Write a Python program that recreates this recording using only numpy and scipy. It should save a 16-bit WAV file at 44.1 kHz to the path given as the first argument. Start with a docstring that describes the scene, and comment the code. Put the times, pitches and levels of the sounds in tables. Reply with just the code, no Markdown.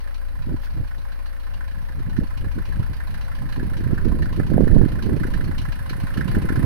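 """Outdoors, two microphone ports are carried from the tail of an idling four-cylinder diesel car to its engine.
Throughout, the exhaust throbs in low multiples of the firing rate, every firing rings the block's modes, and
chain and belt-driven parts hum as wandering sines. Early on a shoe on grit gives a faint click, then one swish
of noise. Gusts of shaped noise with short eddies buffet each port apart, heaviest at about 4.6 s.
By the end, 6.65 s, the knocks and hums of the near engine have grown loudest."""
import sys
import numpy as np
from scipy import signal
from scipy.fft import rfft, irfft, next_fast_len
from scipy.io import wavfile
from scipy.ndimage import uniform_filter1d, map_coordinates

SR = 44100
rng = np.random.default_rng(int(sys.argv[2]) if len(sys.argv) > 2 else 0)


def put_to_file(sound):
    """Save the sound as 16-bit audio at rate SR, in the file named by the first command-line argument."""
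    columns = np.atleast_2d(sound).T  # one column per channel
    safe = np.clip(columns, -1, 1)
    whole_steps = np.round(safe * 32767)
    wavfile.write(sys.argv[1], SR, whole_steps.astype(np.int16))


N = 293265
t = np.arange(N) / SR
IDLE_HZ = 28.687  # firings a second


def amp(db):
    """Amplitude of a level in dB."""
    return 10 ** (np.asarray(db) / 20)


def unit(x):
    """x scaled to rms 1."""
    return x / np.sqrt(np.mean(x ** 2, axis=-1, keepdims=True) + 1e-20)


def along(points, hz):
    """Values of (f/Hz, value) points, joined on a log frequency axis."""
    f, v = np.transpose(points)
    return np.interp(np.log(hz + 1), np.log(f + 1), v)


def curves(rows):
    """One value per sample for each column after the time."""
    s, *columns = np.transpose(rows)
    return np.array([np.interp(t, s, column) for column in columns])


def wobble(rate):
    """A smooth random curve, rate knots a second."""
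    knots = rng.standard_normal(int(N * rate / SR) + 4)
    return map_coordinates(knots, [t * rate])


def filtered(x, response):
    """x times a complex response of frequency."""
    m = next_fast_len(N + 8192)
    return irfft(rfft(x, m) * response(np.fft.rfftfreq(m, 1 / SR)), m)[..., :N]


def noise(spectrum):
    """Two unrelated noises of rms 1, shaped by a spectrum."""
    white = rng.standard_normal((2, N))
    return unit(filtered(white, lambda hz: amp(along(spectrum, hz))))


def ports(pair, alike):
    """The left port hears a share of the right one's sound, earlier, turned in phase and with its own colour."""
    # colour between the ports: (f/Hz, level left minus right/dB)
    port_colour = [(60, -12), (200, -2), (400, -5), (700, -7.5), (1300, -7), (2400, -7), (4400, 1.5),
                   (5700, 4.5), (8000, 3), (11000, -3.5), (13500, -10.5), (15500, -6)]
    left = alike * pair[1] + np.sqrt(1 - alike ** 2) * pair[0]
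    lead_s, turn_rad = 0.0003556, 2.39

    def lead(hz):
        return amp(along(port_colour, hz)) * np.exp(1j * (turn_rad + 2 * np.pi * hz * lead_s))
    return np.array([filtered(left, lead), pair[1]])


def exhaust(lag_ms):
    """Low multiples of the firing rate, arriving nearly opposite in phase at the two ports."""
    # exhaust throb: (multiple of the firing rate, left peak level/dB, right peak level/dB, phase/rad), before sway
    throb = [(1, -22, -27, 0.5), (2, -31, -32, -4.5), (3, -56, -64, 1.5), (4, -58, -60, -6),
             (5, -64.5, -53, -4), (6, -51.5, -53.5, 2.5), (7, -79, -68, 0), (8, -64, -56, 0)]
    turn = 2 * np.pi * IDLE_HZ * (t - lag_ms / 1000)
    sway = amp(0.85 * wobble(8.7))
    port_phase = np.array([[0], [2.7]])  # rad, left and right
    pulses = 0
    for k, left, right, phase in throb:
        pulses = pulses + amp([[left], [right]]) * np.cos(k * turn + phase - port_phase)
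    return sway * pulses


def block(near_db):
    """Each firing is a blow and a burst of combustion noise that ring the block's modes, at new strengths every time."""
    # modes of the engine block, low to high: (f/Hz, width/Hz, level within its group/dB)
    boom_modes = [(693, 73, -6), (825, 110, -3.5), (1015, 79, 3)]
    ring_modes = [(1330, 94, 4), (1487, 67, 6), (1612, 48, 6), (1701, 51, 5), (1789, 62, 5),
                  (2017, 46, -2.5)]
    clack_modes = [(2400, 340, 9), (2908, 260, 8), (3980, 210, 3), (4316, 80, 2), (4600, 34, -3.5),
                   (4860, 22, -9), (5770, 330, -2.5)]
    tick_modes = [(8560, 450, -7.5), (9460, 490, -5), (10320, 570, 1), (10960, 560, 0.5),
                  (11700, 170, -2.5), (12700, 800, -0.5), (13500, 500, -4.5), (15200, 880, -7)]
    # each mode group before the walk's gain: (knock level/dB, level of rattle between knocks/dB,
    # share of the walk's gain, burst t60/s, share of clean blow 0-1, likeness of ports 0-1)
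    groups = [(-52, -73, 0.67, 0.13, 0.6, 0.92), (-48.5, -68.5, 0.85, 0.087, 0.47, 0.46),
              (-58, -66.5, 0.48, 0.12, 0.02, 0.08), (-58.5, -72, 1, 0.11, 0, 0)]
    # each cylinder's own offset to the knock: (boom level/dB, ring level/dB, clack level/dB, tick level/dB)
    cylinders = [(5, -2.5, 3.5, -4), (-5, -1, -0.5, -2.5), (6.5, 1.5, -5, -0.6), (-9, -0.1, -4, -1.5)]
    # the hardest knocks, before mode scatter: (t/s, ring level/dB, clack level/dB)
    hard_knocks = [(0.072, -44, -56.5), (0.664, -43, -68), (0.908, -42.5, -80), (1.117, -48, -51),
                   (1.257, -46.5, -50), (1.536, -56, -51.5), (1.606, -40, -82), (1.884, -41, -59),
                   (2.163, -41, -51), (2.303, -38.5, -72), (2.826, -43, -55), (2.93, -47, -47.5),
                   (3.0, -37, -67), (3.139, -38, -48), (3.314, -37.5, -68), (3.523, -39.5, -46.5),
                   (3.592, -39.5, -66), (3.732, -38, -58), (3.767, -43, -48.5), (3.976, -37.5, -71),
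                   (4.22, -35, -47), (4.255, -36, -59), (4.673, -38, -59), (4.987, -37, -66),
                   (5.022, -48, -42.5), (5.231, -33, -56), (5.266, -38.5, -52.5), (5.335, -34, -47.5),
                   (5.405, -37.5, -55), (5.579, -53, -42), (5.893, -37, -41), (5.928, -36.5, -62),
                   (6.067, -35, -55), (6.172, -33.5, -44.5), (6.207, -31, -72), (6.277, -37.5, -43),
                   (6.346, -32.5, -53.5), (6.486, -29.5, -66), (6.555, -34, -48)]
    # scatter from knock to knock: one level/dB for each group
    knock_scatter_db = [0.82, 2.14, 2.64, 1]
    # scatter from mode to mode within a knock: one level/dB for each group
    mode_scatter_db = [1.2, 3, 3, 1.5]
    first_s, jitter_s, latest_s = 0.002587, 0.00029, 0.003044  # first firing, its scatter, latest blow
    knock_db, rattle_db, share, t60, clean, alike = np.transpose(groups)

    times = np.arange(first_s, N / SR, 1 / IDLE_HZ)
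    jittered = times + jitter_s * rng.standard_normal(len(times))
    at = np.clip((jittered * SR).astype(int), 0, N - 1)
    own = np.array(cylinders)[np.arange(len(times)) % len(cylinders)]
    level = knock_db + own + share * near_db[at, None]
    level = level + knock_scatter_db * rng.standard_normal(own.shape)
    hard = np.array(hard_knocks)
    hard_firing = np.round((hard[:, 0] - first_s) * IDLE_HZ).astype(int)
    level[hard_firing, 1:3] = hard[:, 1:]
    # a hard clack ticks louder too
    level[:, 3] += 0.17 * (level[:, 2] - knock_db[2] - share[2] * near_db[at])

    out, u = 0, t[:SR // 8]
    for g, modes in enumerate((boom_modes, ring_modes, clack_modes, tick_modes)):
        shape = 2 * (1 - np.exp(-u / 0.0014)) * amp(-60 * u / t60[g])
        total = np.sqrt(sum(amp(2 * db) for _, _, db in modes))
        rattle = amp(rattle_db[g] + share[g] * near_db)
        rung = 0
        for hz, width_hz, db in modes:
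            size = amp(level[:, g] + mode_scatter_db[g] * rng.standard_normal(len(at)))
            burst = signal.oaconvolve(np.bincount(at, size, N), shape)[:N]
            rasp_level = np.hypot(np.sqrt(1 - clean[g]) * burst, rattle)
            rasp = rasp_level * rng.standard_normal((2, N))
            # the blow reaches each part a little later
            late = at + (latest_s * SR * rng.random((2, len(at)))).astype(int)
            taps = np.array([np.bincount(a, size, N)[:N] for a in late])
            blows = 3.2 * np.sqrt(clean[g]) * taps
            rung = rung + amp(db) / total * ring(blows, rasp, hz, width_hz)
        out = out + ports(rung, alike[g])
    return out


def ring(blows, rasp, hz, width_hz):
    """One mode, a two-pole resonance: softened blows strike it, white noise through it keeps its level."""
    def poles(radius):
        return [1, -2 * radius * np.cos(2 * np.pi * hz / SR), radius * radius]

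    r = np.exp(-np.pi * width_hz / SR)
    swell = np.exp(-np.pi * (width_hz + 110) / SR)
    # pressure builds over a few cycles
    soft = signal.lfilter([1, 0, -1], poles(swell), blows) * (1 - swell ** 2) / 2
    drive = soft / np.sqrt(2) + rasp * np.sqrt((1 - r * r) / 2)
    return signal.lfilter([1, 0, -1], poles(r), drive)


def hums(near_db):
    """Chain links and belt-driven parts sing at slightly wandering rates."""
    # timing chain hum and whines of belt-driven parts: one centre f/Hz for each
    hum_hz = [272.3, 544.5, 1046, 1821, 2053]
    # how far each pitch strays: one scale f/Hz for each
    wander_hz = [2, 7, 4, 4, 5]
    # each hum before the walk's gain and flutter: (rms level/dB, share of the walk's gain)
    hum_levels = [(-55, 0.41), (-51, 0.36), (-64.5, 1.18), (-75.5, 1.4), (-74, 1.6)]
    hum = 0
    for hz, wander, (db, share) in zip(hum_hz, wander_hz, hum_levels):
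        level = amp(db + share * near_db + 3.05 * wobble(25))
        turn = 2 * np.pi * np.cumsum(hz + wander * wobble(30)) / SR
        hum = hum + level * np.sqrt(2) * np.sin(turn)
    return ports(np.array([hum, hum]), alike=1)


def body(near_db):
    """Panels and ground give back a drone: shaped noise, swaying slightly, that grows on the walk."""
    # car body drone, shape only: (f/Hz, relative level/dB per Hz)
    drone = [(40, -7), (100, -8), (200, -10), (320, -14), (500, -12.5), (800, -11.5), (2000, -16.5),
             (6000, -42.5), (15000, -70)]
    level_db = -47 + .5 * near_db + 0.94 * wobble(9)
    return ports(amp(level_db) * noise(drone), alike=0.5)


def wind_level():
    """Level at each port in dB: the slowly rising and falling wind plus bell-shaped gusts."""
    # slowly rising and falling wind on the ports: (t/s, left level/dB, right level/dB)
    slow_wind = [(0, -74, -56), (0.9, -57, -55), (1.4, -60, -55), (1.9, -48.5, -44), (2.6, -50, -42),
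                 (3.3, -48, -41), (3.7, -43, -27.5), (4.2, -34.5, -24.5), (4.7, -29.5, -23),
                 (5.2, -43, -21), (5.55, -34, -27), (5.8, -48, -35.5), (6.1, -56, -30.5), (6.4, -32.5, -24),
                 (6.65, -26.5, -18)]
    # gusts over it: (t/s, half length/s, left level/dB, right level/dB)
    gust_rows = [(0.377, 0.048, -52, -36), (0.512, 0.053, -34, -20), (0.797, 0.054, -38.5, -26),
                 (1.0, .04, -46, -53), (1.566, .05, -48, -37.5), (1.784, .05, -36.5, -37),
                 (1.996, .05, -42, -28.5), (2.096, .04, -41, -27.5), (2.207, 0.052, -40, -20),
                 (2.443, 0.041, -33, -24), (2.587, .035, -37, -23), (2.694, 0.052, -29.5, -49),
                 (2.8, 0.048, -31.5, -27), (2.915, .05, -47, -30), (3.126, 0.058, -44, -30),
                 (3.424, 0.048, -41, -26.5), (3.63, .06, -40, -21.5), (3.772, 0.057, -52, -27.5),
                 (3.934, 0.03, -31, -17), (4.105, 0.097, -31.5, -19), (4.388, 0.041, -38, -18.5),
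                 (4.568, 0.06, -29, -9.5), (4.768, 0.078, -34, -10), (4.894, 0.026, -28, -30),
                 (5.112, 0.051, -26, -15.5), (5.245, .04, -28, -30), (5.468, 0.033, -27.5, -22.5),
                 (5.922, 0.074, -46, -29), (6.187, 0.042, -48, -22), (6.29, 0.051, -29, -28),
                 (6.366, .04, -37, -18.5), (6.438, 0.029, -24, -28), (6.625, 0.048, -26, -20.5)]
    gusts = 0
    for s, half, left, right in gust_rows:
        gusts = gusts + amp([[left], [right]]) * np.exp(-((t - s) / half) ** 2)
    return 20 * np.log10(np.hypot(amp(curves(slow_wind)), gusts))


def wind(wind_db):
    """Eddies push each port in lumps; stronger wind blows brighter, and a deep pressure follows it slowly."""
    # weak wind, strong wind and deep pressure, shape only: (f/Hz, relative level/dB per Hz)
    breeze = [(30, -11), (60, -1.5), (110, 5.5), (160, 0.5), (240, -10.5), (350, -26), (500, -55),
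              (800, -41), (1500, -86)]
    blast = [(40, -3.5), (100, 1.5), (180, 2.5), (300, -1), (450, -10.5), (650, -19), (900, -35),
             (1300, -40), (2200, -90)]
    deep = [(5, -3), (20, 1.5), (45, -2), (70, -4), (110, -15), (200, -37), (400, -85)]
    # deep pressure when the smoothed wind is at -30 dB, before its sway: left and right level/dB
    heave_at_30_db = [
        [-25.5],
        [-28.5],
    ]
    # share of blast in the strongest wind, wind level at half of it, spread
    hardest, half_hard_db, hardens_db = 0.6, -23, 3.5
    heave_follows, heave_s, sway_db = 0.53, 0.15, 3  # dB per dB of wind, smoothing, own sway

    hard = hardest / (1 + np.exp((half_hard_db - wind_db) / hardens_db))
    lumps = amp([1.73 * wobble(35) + 3.6 * wobble(90) for _ in wind_db])
    buffet = np.sqrt(1 - hard) * noise(breeze) + np.sqrt(hard) * noise(blast)
    slow_db = 20 * np.log10(abs(uniform_filter1d(amp(wind_db), int(heave_s * SR))))
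    sway = sway_db * np.array([wobble(5), wobble(5)])
    heave_db = heave_at_30_db + heave_follows * (slow_db + 30) + sway
    return amp(wind_db) * unit(lumps) * buffet + amp(heave_db) * noise(deep)


def thumps(wind_db):
    """A hard eddy pushes one port for a cycle or two; the lesser ones grow with the wind."""
    # the hardest single eddies: (t/s, envelope peak level/dB, f/Hz, port: 0 left 1 right)
    hard_eddies = [(0.524, -18, 246, 1), (0.544, -18, 290, 1), (0.769, -18, 172, 1), (2.088, -15, 170, 1),
                   (2.19, -2.5, 182, 1), (2.58, -14.5, 236, 1), (3.632, -11.5, 222, 1),
                   (3.811, -13, 235, 1), (3.933, -5.5, 191, 1), (4.067, -8.5, 266, 1),
                   (4.147, -10.5, 209, 1), (4.391, -9.5, 231, 1), (4.401, -11, 422, 1),
                   (4.518, -11, 382, 1), (4.565, -10.5, 212, 1), (4.581, 0, 440, 1), (4.605, -15, 239, 0),
                   (4.608, 2.5, 326, 1), (4.635, -5.5, 277, 1), (4.673, -5, 307, 1), (4.747, -12, 288, 1),
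                   (4.767, -12, 162, 0), (4.771, -6.5, 202, 1), (4.815, -4.5, 310, 1), (4.836, -7, 212, 1),
                   (5.091, -11, 201, 0), (5.096, -14, 186, 1), (5.17, -9, 290, 1), (5.253, -11, 250, 1),
                   (5.495, -12.5, 221, 1), (6.04, -12.5, 163, 1), (6.181, -7, 183, 1),
                   (6.258, -7.5, 145, 1), (6.283, -22, 196, 0), (6.369, -3, 211, 1), (6.448, -10, 257, 1),
                   (6.455, -14.5, 187, 0), (6.505, -9, 275, 1), (6.525, -7.5, 221, 1),
                   (6.597, -5.5, 184, 1)]
    eddies = 160  # lesser ones, at random moments on either port
    over_db, scatter_db = 5, 3.5  # envelope peak over the wind, its scatter
    eddy_hz, log_spread = 195, 0.17
    half = SR // 40  # samples either side of a peak
    when, side = rng.random((eddies, 2)).T
    size, pitch = rng.standard_normal((eddies, 2)).T
    side = side.round().astype(int)
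    local_wind_db = wind_db[side, (when * (N - 1)).astype(int)]
    peak_db = local_wind_db + over_db + scatter_db * size
    lesser = zip(when * N / SR, peak_db, eddy_hz * np.exp(log_spread * pitch), side)

    out, u = np.zeros((2, N + 2 * half)), np.arange(-half, half) / SR
    for s, db, hz, port in [*lesser, *hard_eddies]:
        envelope = np.exp(-(u * hz / 0.43) ** 2)
        push = np.cos(2 * np.pi * (hz * u + rng.random())) * envelope
        out[round(port), round(s * SR):][:len(u)] += amp(db) * push
    return out[:, half:][:, :N]


def scuffs():
    """A shoe on grit: a faint click, then one grainy swish, both noise under bell-shaped strokes."""
    # strokes, before the grain: (t/s, level/dB, half length/s)
    strokes = [(0.54, -62, .003), (0.65, -47, 0.03)]
    # colour of the grit, shape only: (f/Hz, relative level/dB per Hz)
    grit = [(1500, 2), (3000, 1), (5000, -1), (8000, -13), (12000, -6), (15500, -6)]
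    stroke = sum(amp(db) * np.exp(-((t - s) / half) ** 2) for s, db, half in strokes)
    grain = amp(2.1 * wobble(300))
    return stroke * grain * noise(grit)


def hiss():
    """Far air and microphone hiss: constant shaped noise, nearly unrelated at the two ports."""
    # colour of the hiss, shape only: (f/Hz, relative level/dB per Hz)
    hiss_colour = [(2000, -3), (5000, -13), (7000, -18.5), (9500, -7.5), (12000, -3), (15500, -6.5)]
    return ports(amp(-57) * noise(hiss_colour), alike=.1)


def scene():
    """The walk sets the distance of the engine; wind and hiss lie over it."""
    # walk toward the engine: (t/s, gain of the engine noise as level/dB, lag of the exhaust/ms)
    walk = [(0, -3, -0.5), (1, -2.5, 2.5), (2, -1, 4.5), (3, 3.5, 8), (4, 4.5, 4.5), (4.6, 5.5, 15.5),
            (5.3, 6.5, 3.5), (5.9, 8.5, 6.5), (6.65, 12, 9)]
    near_db, lag_ms = curves(walk)
    wind_db = wind_level()
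    engine = exhaust(lag_ms) + block(near_db) + hums(near_db) + body(near_db)
    return engine + wind(wind_db) + thumps(wind_db) + scuffs() + hiss()


def record(dry):
    """The housing dulls one band, the loudest gusts saturate the input, nothing is kept above the band limit."""
    # microphone housing: (f/Hz, level/dB)
    valley = [(5200, 0), (7000, -6), (8800, -2)]
    loud = filtered(dry, lambda hz: amp(along(valley, hz)))
    soft = loud / (1 + abs(loud / .97) ** 6) ** (1 / 6)
    return filtered(soft, lambda hz: hz < 15700)


dry = scene()
out = record(dry)
put_to_file(out)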